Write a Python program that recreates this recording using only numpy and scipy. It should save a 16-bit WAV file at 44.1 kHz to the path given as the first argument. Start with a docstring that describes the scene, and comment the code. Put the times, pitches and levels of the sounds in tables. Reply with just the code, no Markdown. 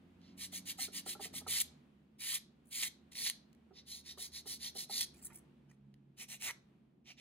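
"""Filing an acrylic nail

An emery board files a nail on a practice hand, close to two microphone ports in a small room.
Grit scratches in quick strokes, snaps, and chatters at the edge; the finger knocks softly at turns.
Skin rubs on rubber and board between runs. Traffic drones through the walls, over low rumble and hiss."""
import sys
import numpy as np
from scipy import signal
from scipy.fft import rfft, irfft, next_fast_len
from scipy.io import wavfile

SR = 44100
rng = np.random.default_rng(int(sys.argv[2]) if len(sys.argv) > 2 else 0)


def store_wav(level_fs):
    """Save 16-bit WAV to argv[1]."""
    pcm = np.round(np.clip(np.atleast_2d(level_fs), -1, 1) * 32767)
    wavfile.write(sys.argv[1], SR, pcm.T.astype(np.int16))


N = 317564
BAND_LIMIT_HZ = 15800
RIPPLE_HZ = np.linspace(0, BAND_LIMIT_HZ, 70)  # knots of a random ripple: the board's small modes
PUSH, PULL, SWEEP = "push", "pull", "sweep"  # a sweep runs off the nail

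# Engines. Each row: time in seconds, firing rate in Hz, fundamental in dB, overtones in dB.
ENGINES = [(0, 88.54, -75, -69), (.55, 92.33, -67.5, -63.5), (1.15, 93.8, -79, -66.5),
           (1.45, 85.36, -64.5, -67), (1.9, 69.97, -81, -74.5), (3.5, 74.46, -77, -77.5),
           (4.4, 77.36, -72, -78.5), (5.35, 72.24, -76.5, -73.5), (5.8, 69.83, -81, -65.5),
           (6.3, 66.5, -91, -71), (7.2, 67.8, -85.5, -78.5)]
# Spectra of the low rumble and the faint background hiss. Each row: frequency in Hz, gain in dB.
RUMBLE_SPECTRUM = [(25, -34), (40, -19.5), (55, -9), (80, -11.5), (102, -22), (126, -9), (226, 1),
                   (323, -11), (356, -6), (390, -14.5), (540, -23.5), (750, -25), (1200, -37), (2600, -71)]
HISS_SPECTRUM = [(400, 7.5), (800, 3), (1500, -1.5), (3000, -4), (4300, -11), (5500, -17.5), (10000, -21),
                 (15500, -26.5)]
# Low rumble, with a soft thud near 5.3 s as the practice hand shifts.
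# Each row: time in seconds, relative level in dB.
RUMBLE_LEVEL = [(0, -67), (1.3, -63), (1.9, -69.5), (4.2, -68.5), (5.3, -65), (5.8, -70.5), (7.2, -70)]
# The hiss rises after the strokes and fades in pauses. Each row: time in seconds, level in dB.
HISS_LEVEL = [(0, -72), (1.7, -69.5), (2.1, -78.5), (3.3, -73), (3.7, -76.5), (5.4, -71.5), (5.8, -80.5),
              (6.1, -82.5), (6.7, -76), (7.2, -92)]
# Background noise between the ports. Each row: frequency in Hz, coherence from 0 to 1.
COHERENCE = [(60, 1), (150, 0.998), (300, .8), (600, 0.084), (2000, 0.16), (8000, 0.1)]
# File strokes. Each row: start and end in seconds, relative level in dB, motion.
STROKES = [(0.188, .36, -69.5, PULL), (0.357, 0.493, -43.5, PUSH), (0.509, 0.613, -43, PULL),
           (0.638, 0.745, -41, PUSH), (0.769, 0.885, -38, PULL), (.907, 1.028, -41, PUSH),
           (1.046, 1.156, -40.5, PULL), (1.183, 1.295, -43.5, PUSH), (1.322, 1.422, -43, PULL),
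           (1.464, 1.607, -34, SWEEP), (2.181, 2.385, -38.5, SWEEP), (2.699, 2.887, -38.5, SWEEP),
           (3.137, 3.317, -38, SWEEP), (3.721, 3.836, -56.5, PUSH), (3.848, 4.03, -48, PULL),
           (4.023, 4.16, -49, PUSH), (4.164, 4.296, -44, PULL), (4.3, 4.431, -46, PUSH),
           (4.445, 4.585, -42.5, PULL), (4.574, 4.727, -42.5, PUSH), (4.737, 4.868, -42, PULL),
           (4.885, 5.053, -37, SWEEP), (6.158, 6.266, -47, PUSH), (6.27, 6.382, -47, PULL),
           (6.378, 6.535, -40, PUSH), (7.034, 7.154, -55.5, PUSH), (7.161, 7.266, -57, PULL)]
# Each motion: share elapsed at top speed, speed exponent, rasp in dB, treble in dB, glide in octaves.
# The grip's swing scales the last three.
MOTIONS = {PUSH: (0.56, 2, -0.5, -1, 0.01), PULL: (.48, 1.11, -2.2, 1.1, .2),
           SWEEP: (0.8, 0.37, -1, 0.5, -0.12)}
# Where the file lies on the nail. Each row: start in seconds, grip.
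GRIP_TIMES = [(0, "top"), (3, "side"), (6, "tip")]
# Each grip: board's ring in Hz, ring gain in dB, swing factor, knock tilt in dB per octave.
GRIPS = {"top": (2300, -2, .9, 1), "side": (3724, 1.5, 1.8, -3.5), "tip": (2500, -2.5, 0.64, -2.5)}
# Rasp of the nail by grip. Each row: frequency in Hz, gain in dB.
TOP_SPECTRUM = [(300, -32), (900, -23.5), (1450, -20), (1950, -6), (2700, -6), (3200, -3), (4250, -0.5),
                (4950, -4.5), (5700, -5), (6700, -3.5), (7600, -8.5), (11500, 0), (13500, -6),
                (15600, -19.5)]
SIDE_SPECTRUM = [(300, -22.5), (900, -26), (1450, -27), (1950, -10.5), (2700, -12.5), (3200, -11),
                 (4250, -1), (4950, -5.5), (5700, -6), (6700, -9), (7600, -17), (11500, -4.5), (13500, -15),
                 (15600, -23.5)]
TIP_SPECTRUM = [(300, -17), (680, -9.5), (920, -14.5), (1250, -17), (1600, -12), (2050, -1.5), (2700, 1.5),
                (3300, -3.5), (4250, -3), (4950, -8.5), (5700, 0), (7600, -5), (13000, -1), (15600, -16.5)]
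# Grit snaps and touchdowns. Each row: time in seconds, relative peak in dB, treble in dB.
SNAPS = [(0.216, -60, -21), (.378, -48, 3), (1.6159, -14.5, 10), (3.1534, -36, -18), (3.1869, -32.5, -19),
         (3.2754, -21.5, 3), (3.2992, -17, 1), (3.53, -55, -3), (3.5492, -59, -0.5), (4.9936, -32, -2),
         (5.9415, -55, -4), (6.4225, -28.5, -6), (6.5096, -29, -.5)]
# The finger rocks as the file turns. Each row: time in seconds, relative peak in dB.
KNOCKS = [(0.527, -53.5), (0.785, -44.5), (0.881, -47.5), (1.062, -41.5), (1.15, -44.5), (1.195, -41.5),
          (1.251, -47.5), (1.337, -49), (1.412, -50), (1.464, -41), (3.708, -52.5), (4.175, -49),
          (4.456, -51), (4.752, -46.5), (4.896, -42.5)]
# Finger modes. Each row: frequency in Hz, relative level in dB, T60 in seconds.
FINGER_MODES = [(400, 1, 0.0403), (466.4, -4.5, 0.027), (609.6, -2.5, 0.035), (765, -1, 0.05),
                (1000, -8.5, 0.013), (1290, -5, 0.026), (1700, -11, 0.015)]
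# Edge chatter. Each row: start and end in seconds, relative level in dB, flex depth in dB.
CHATTERS = [(1.595, 1.627, -32, -4), (2.338, 2.365, -36.5, -3), (2.819, 2.852, -38, 4),
            (3.111, 3.147, -58, 2), (3.243, 3.288, -39.5, 4.5), (5.002, 5.019, -35, -1),
            (6.452, 6.522, -45, 18)]
# Finger slides. Each row: start and end in seconds, relative level in dB, brightness in dB.
RUBS = [(2.638, 2.724, -67.5, 8), (5.114, 5.25, -68, -5), (5.217, 5.25, -55, 1), (5.24, 5.284, -45, 6),
        (5.268, 5.391, -66, -23), (5.315, 5.409, -58, 3.5), (5.681, 5.76, -72.5, -15)]
# Sliding skin. Each row: frequency in Hz, gain in dB.
SKIN_SPECTRUM = [(400, -4), (1200, -13), (1800, -4), (3000, -12.5), (6000, -3), (10500, 6), (15500, -5.5)]
# Phase between ports. Each row: frequency in Hz, left lead in radians.
PORT_PHASE = [(100, 0), (1600, .1), (2600, 1.5), (3200, 1.1), (4300, 1.05), (5100, 3), (6300, 4.6),
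              (7700, 6.2), (8800, 6.35), (11900, 9.3), (13000, 9.5), (15400, 12.5)]
# Balance between ports. Each row: frequency in Hz, left minus right in dB.
PORT_BALANCE = [(300, -8.5), (1600, 0.5), (2600, -6), (4100, -1), (5000, -3.5), (5800, 0), (15000, 0)]
# Room decay. Each row: frequency in Hz, T60 in seconds.
ROOM_T60 = [(300, 0.58), (1500, 0.32), (2800, 0.22), (3900, 0.35), (5000, .3), (9000, 0.2107),
            (15000, 0.0953)]


def amp(db):
    """Decibels to gain."""
    return 10 ** (np.asarray(db) / 20)


def unit_rms(x):
    """Scale to rms 1."""
    return x / np.sqrt(np.mean(x ** 2) + 1e-20)


def at_hz(points, hz):
    """Interpolate on a log frequency axis."""
    knots_hz, values = np.transpose(points)
    return np.interp(np.log(hz + 1), np.log(knots_hz), values)


def curve(rows, column=1):
    """A time table's column at every sample."""
    rows = np.array(rows)
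    return np.interp(np.arange(N) / SR, rows[:, 0], rows[:, column])


def add(mix, start_s, sound):
    """Mix a sound in at start_s."""
    part = mix[max(round(start_s * SR), 0):][:len(sound)]
    part += sound[:len(part)]


def wobble(size, cutoff_hz):
    """Low-passed noise, rms about 1."""
    span = next_fast_len(size + SR)
    hz = np.fft.rfftfreq(span, 1 / SR)
    spectrum = rfft(rng.standard_normal(span)) / (1 + (hz / cutoff_hz) ** 4)
    return unit_rms(irfft(spectrum, span))[:size]


def colour(x, response_db, size=2048):
    """Minimum-phase filter: each click rings after it lands."""
    log_gain = np.log(amp(response_db(abs(np.fft.fftfreq(size, 1 / SR)))))
    taps = np.fft.ifft(np.exp(np.conj(signal.hilbert(log_gain)))).real
    return signal.fftconvolve(x, taps[:size // 2])[:len(x)]


def resonate(x, hz, width_hz):
    """Unity-gain resonance following the curve hz."""
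    carrier = np.exp(2j * np.pi * np.cumsum(hz) / SR)
    pole = np.exp(-np.pi * width_hz / SR)
    return 2 * (carrier * signal.lfilter([1 - pole], [1, -pole], x / carrier)).real


def grip_at(time_s):
    """The grip held at time_s."""
    return [grip for since_s, grip in GRIP_TIMES if since_s <= time_s][-1]


def diffuse_noise(spectrum):
    """Stereo noise, nearly alike at both ports in the bass."""
    hz = np.fft.rfftfreq(N, 1 / SR)
    left, independent = rfft(rng.standard_normal((2, N)))
    coherence = at_hz(COHERENCE, hz)
    right = coherence * left + np.sqrt(1 - coherence ** 2) * independent
    return unit_rms(irfft(np.array([left, right]) * amp(at_hz(spectrum, hz)), N))


def traffic(waver=0.0084, flutter_db=2, third_db=-3.5):
    """Wavering engine harmonics, muffled by walls."""
    cycles = np.cumsum(curve(ENGINES) * (1 + waver * wobble(N, 10))) / SR
    boom_db, overtone_db = curve(ENGINES, column=2), curve(ENGINES, column=3)
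    drone = np.zeros(N)
    for harmonic, db in enumerate([boom_db, overtone_db, overtone_db + third_db], 1):
        rms = amp(db + flutter_db * wobble(N, 10))
        drone += rms * np.sqrt(2) * np.sin(2 * np.pi * harmonic * cycles)
    return drone * amp([[-0.9], [0.9]])


def background(rumble_gain_db=1.5):
    """Low rumble and faint hiss, each following its level table."""
    rumble = amp(curve(RUMBLE_LEVEL) + rumble_gain_db) * diffuse_noise(RUMBLE_SPECTRUM)
    hiss = amp(curve(HISS_LEVEL)) * diffuse_noise(HISS_SPECTRUM)
    return rumble * amp([[-0.9], [0.9]]) + hiss


def contact_db(hz, rasp_db, treble_db):
    """The contact point shifts weight between the board's low rasp and the grit's fizz."""
    rasp_band = at_hz([(500, 0.75), (2500, 0.974), (3500, 0.02)], hz)
    treble_band = at_hz([(5500, 0), (8500, 1)], hz)
    return rasp_db * rasp_band + treble_db * treble_band


def scrape(start_s, end_s, spectrum, rasp_db, treble_db, *, grains_per_s, spread_db,
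           judder_db, judder_hz, ripple_db, peak_share=0.45, speed_exponent=1,
           glide_oct=0, ring_hz=2400, ring_db=-2):
    """Grains hit harder and more often with speed, ringing a board whose free length changes."""
    t = np.arange(start_s, end_s + 0.012, 1 / SR)
    fastest_s = start_s + peak_share * (end_s - start_s)
    speed = np.sin(np.pi * np.interp(t, [start_s, fastest_s, end_s], [0, 0.5, 1]))
    travel = np.cumsum(speed) / speed.sum()
    pressure = np.minimum((t - start_s) / (0.15 * (t[-1] - start_s)), 1)
    hits = rng.random(len(t)) < grains_per_s / SR * (0.25 + 0.75 * speed)
    grit = hits * rng.choice([-1, 1], len(t))
    grit = grit * amp(spread_db * np.minimum(rng.exponential(1, len(t)), 4))
    grit *= amp(judder_db * wobble(len(t), judder_hz))  # stick-slip
    rasp = np.zeros(len(t))
    for place in np.linspace(0, 1, 5):  # crossfaded spots along the board
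        nearness = np.maximum(1 - 4 * abs(travel - place), 0)
        modes_db = ripple_db * rng.standard_normal(len(RIPPLE_HZ))
        shift_oct = [(1500, glide_oct * (place - 0.4)), (7000, 0)]  # only low modes slide

        def response_db(hz):
            body_db = at_hz(spectrum, hz / 2 ** at_hz(shift_oct, hz))
            return body_db + contact_db(hz, rasp_db, treble_db) + np.interp(hz, RIPPLE_HZ, modes_db)

        rasp += colour(grit * nearness, response_db)
    bending_hz = ring_hz * 2 ** (glide_oct * travel - max(glide_oct, 0))
    ring = amp(ring_db) * resonate(rasp, bending_hz, width_hz=110)
    return unit_rms(rasp + ring) * pressure * speed ** speed_exponent


def filing(gain_db=-2, light_touch_db=-46.5):
    """Even strokes of fine grit; a light touch loses its fizz."""
    out = np.zeros(N)
    spectra = {"top": TOP_SPECTRUM, "side": SIDE_SPECTRUM, "tip": TIP_SPECTRUM}
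    for start_s, end_s, db, motion in STROKES:
        grip = grip_at(start_s)
        peak_share, speed_exponent, rasp_db, treble_db, glide_oct = MOTIONS[motion]
        ring_hz, ring_db, swing, _ = GRIPS[grip]
        dull_db = np.clip(1.6 * (db - light_touch_db), -24, 0)
        stroke = scrape(start_s, end_s, spectra[grip], swing * rasp_db, swing * treble_db + dull_db,
                        grains_per_s=17000, spread_db=2.4, judder_db=1.1, judder_hz=160, ripple_db=3,
                        peak_share=peak_share, speed_exponent=speed_exponent,
                        glide_oct=swing * glide_oct, ring_hz=ring_hz, ring_db=ring_db)
        add(out, start_s, amp(db + gain_db) * stroke)
    return out


def grit_snaps(gain_db=-1, decay_s=0.00082, rasp_db=3):
    """Tiny bursts of fractures sound through the nail."""
    out, t = np.zeros(N), np.arange(1024) / SR
    for start_s, db, treble_db in SNAPS:
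        burst = rng.standard_normal(len(t)) * np.exp(-t / decay_s)
        snap = colour(burst, lambda hz: at_hz(TOP_SPECTRUM, hz) + contact_db(hz, rasp_db, treble_db))
        add(out, start_s, amp(db + gain_db) * snap / abs(snap).max())
    return out


def finger_knocks(gain_db=-1, scatter_db=3.2, rise_cycles=1.3, rattle_s=0.011):
    """The jointed finger rattles on its stop and rings in damped modes; low ones build last."""
    out, t = np.zeros(N), np.arange(SR // 8) / SR
    hz, mode_db, t60_s = np.transpose(FINGER_MODES)[:, :, None]
    rise = 1 - np.exp(-t * hz / rise_cycles)
    for start_s, db in KNOCKS:
        tilt_db = GRIPS[grip_at(start_s)][-1] * np.log2(hz / hz[0])
        strength, detune, phase = rng.standard_normal((3, len(FINGER_MODES), 1))
        envelope = rise * amp(mode_db + scatter_db * strength + tilt_db - 60 * t / t60_s)
        modes = envelope * np.sin(2 * np.pi * (hz * (1 + 0.026 * detune) * t + phase))
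        blow = (t == 0) + 0.09 * rng.standard_normal(len(t)) * np.exp(-t / rattle_s)
        knock = signal.fftconvolve(modes.sum(0), blow)[:len(t)]
        add(out, start_s, amp(db + gain_db) * knock / abs(knock).max())
    return out


def edge_chatter(unflexed_hz=3000, sag_oct_per_db=0.05):
    """The board judders over the nail's edge: more flex, lower and duller."""
    out = np.zeros(N)
    for start_s, end_s, db, flex_db in CHATTERS:
        spectrum = TIP_SPECTRUM if grip_at(start_s) == "tip" else TOP_SPECTRUM
        shift_oct = -sag_oct_per_db * flex_db
        chatter = scrape(start_s, end_s, spectrum, rasp_db=flex_db, treble_db=-flex_db,
                         grains_per_s=6300, spread_db=3.5, judder_db=3, judder_hz=357, ripple_db=2.5,
                         speed_exponent=1.1, glide_oct=shift_oct,
                         ring_hz=unflexed_hz * 2 ** shift_oct, ring_db=0.65 * flex_db)
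        add(out, start_s, amp(db) * chatter)
    return out


def skin_rubs(gain_db=-0.5):
    """Skin drags over rubber and board in short crackly slides."""
    out = np.zeros(N)
    for start_s, end_s, db, bright_db in RUBS:
        rub = scrape(start_s, end_s, SKIN_SPECTRUM, rasp_db=-0.6 * bright_db, treble_db=bright_db,
                     grains_per_s=3500, spread_db=3, judder_db=4, judder_hz=120, ripple_db=7.5)
        add(out, start_s, amp(db + gain_db) * rub)
    return out


def direct_path(x):
    """Sound reaches the left port first and bends round the microphone housing."""
    hz = np.fft.rfftfreq(N, 1 / SR)
    left_gain = amp(at_hz(PORT_BALANCE, hz) / 2) * np.exp(0.5j * at_hz(PORT_PHASE, hz))
    return irfft(rfft(x) * np.array([left_gain, 1 / left_gain]), N)


def desk_echoes(x, gain_db=-11, decay_s=0.0012, gap_s=0.0008):
    """Hands, jars and desk scatter quick echoes, different at each port."""
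    t = np.arange(SR // 40) / SR
    taps = rng.standard_normal((2, len(t))) * np.exp(-t / decay_s) * (t > gap_s)
    taps /= np.linalg.norm(taps, axis=1, keepdims=True)
    return amp(gain_db) * signal.fftconvolve(x[None], taps, axes=1)[:, :N]


def room_tail(x, gain_db=-14, gap_s=0.0015):
    """Short diffuse stereo tail; treble dies first."""
    hz, t, noise = signal.stft(rng.standard_normal((2, SR * 3 // 4)), SR, nperseg=256)
    decay = amp(-60 * t / at_hz(ROOM_T60, hz)[:, None])
    _, tail = signal.istft(noise * decay, SR, nperseg=256)
    tail *= np.arange(tail.shape[1]) / SR > gap_s
    tail /= np.linalg.norm(tail[0])
    return amp(gain_db) * signal.fftconvolve(x[None], tail, axes=1)[:, :N]


def scene():
    """Desk work, its reflections, traffic and background noise."""
    work = filing() + edge_chatter() + skin_rubs() + grit_snaps() + finger_knocks()
    return direct_path(work) + desk_echoes(work) + room_tail(work) + traffic() + background()


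def record(dry, highpass_hz=48):
    """Microphone bass roll-off and band limit."""
    highpass = signal.butter(3, highpass_hz, "highpass", fs=SR, output="sos")
    lowpass = signal.firwin(511, BAND_LIMIT_HZ, window=("kaiser", 9), fs=SR)
    return signal.oaconvolve(signal.sosfilt(highpass, dry), lowpass[None], "same")


dry = scene()
out = record(dry)
store_wav(out)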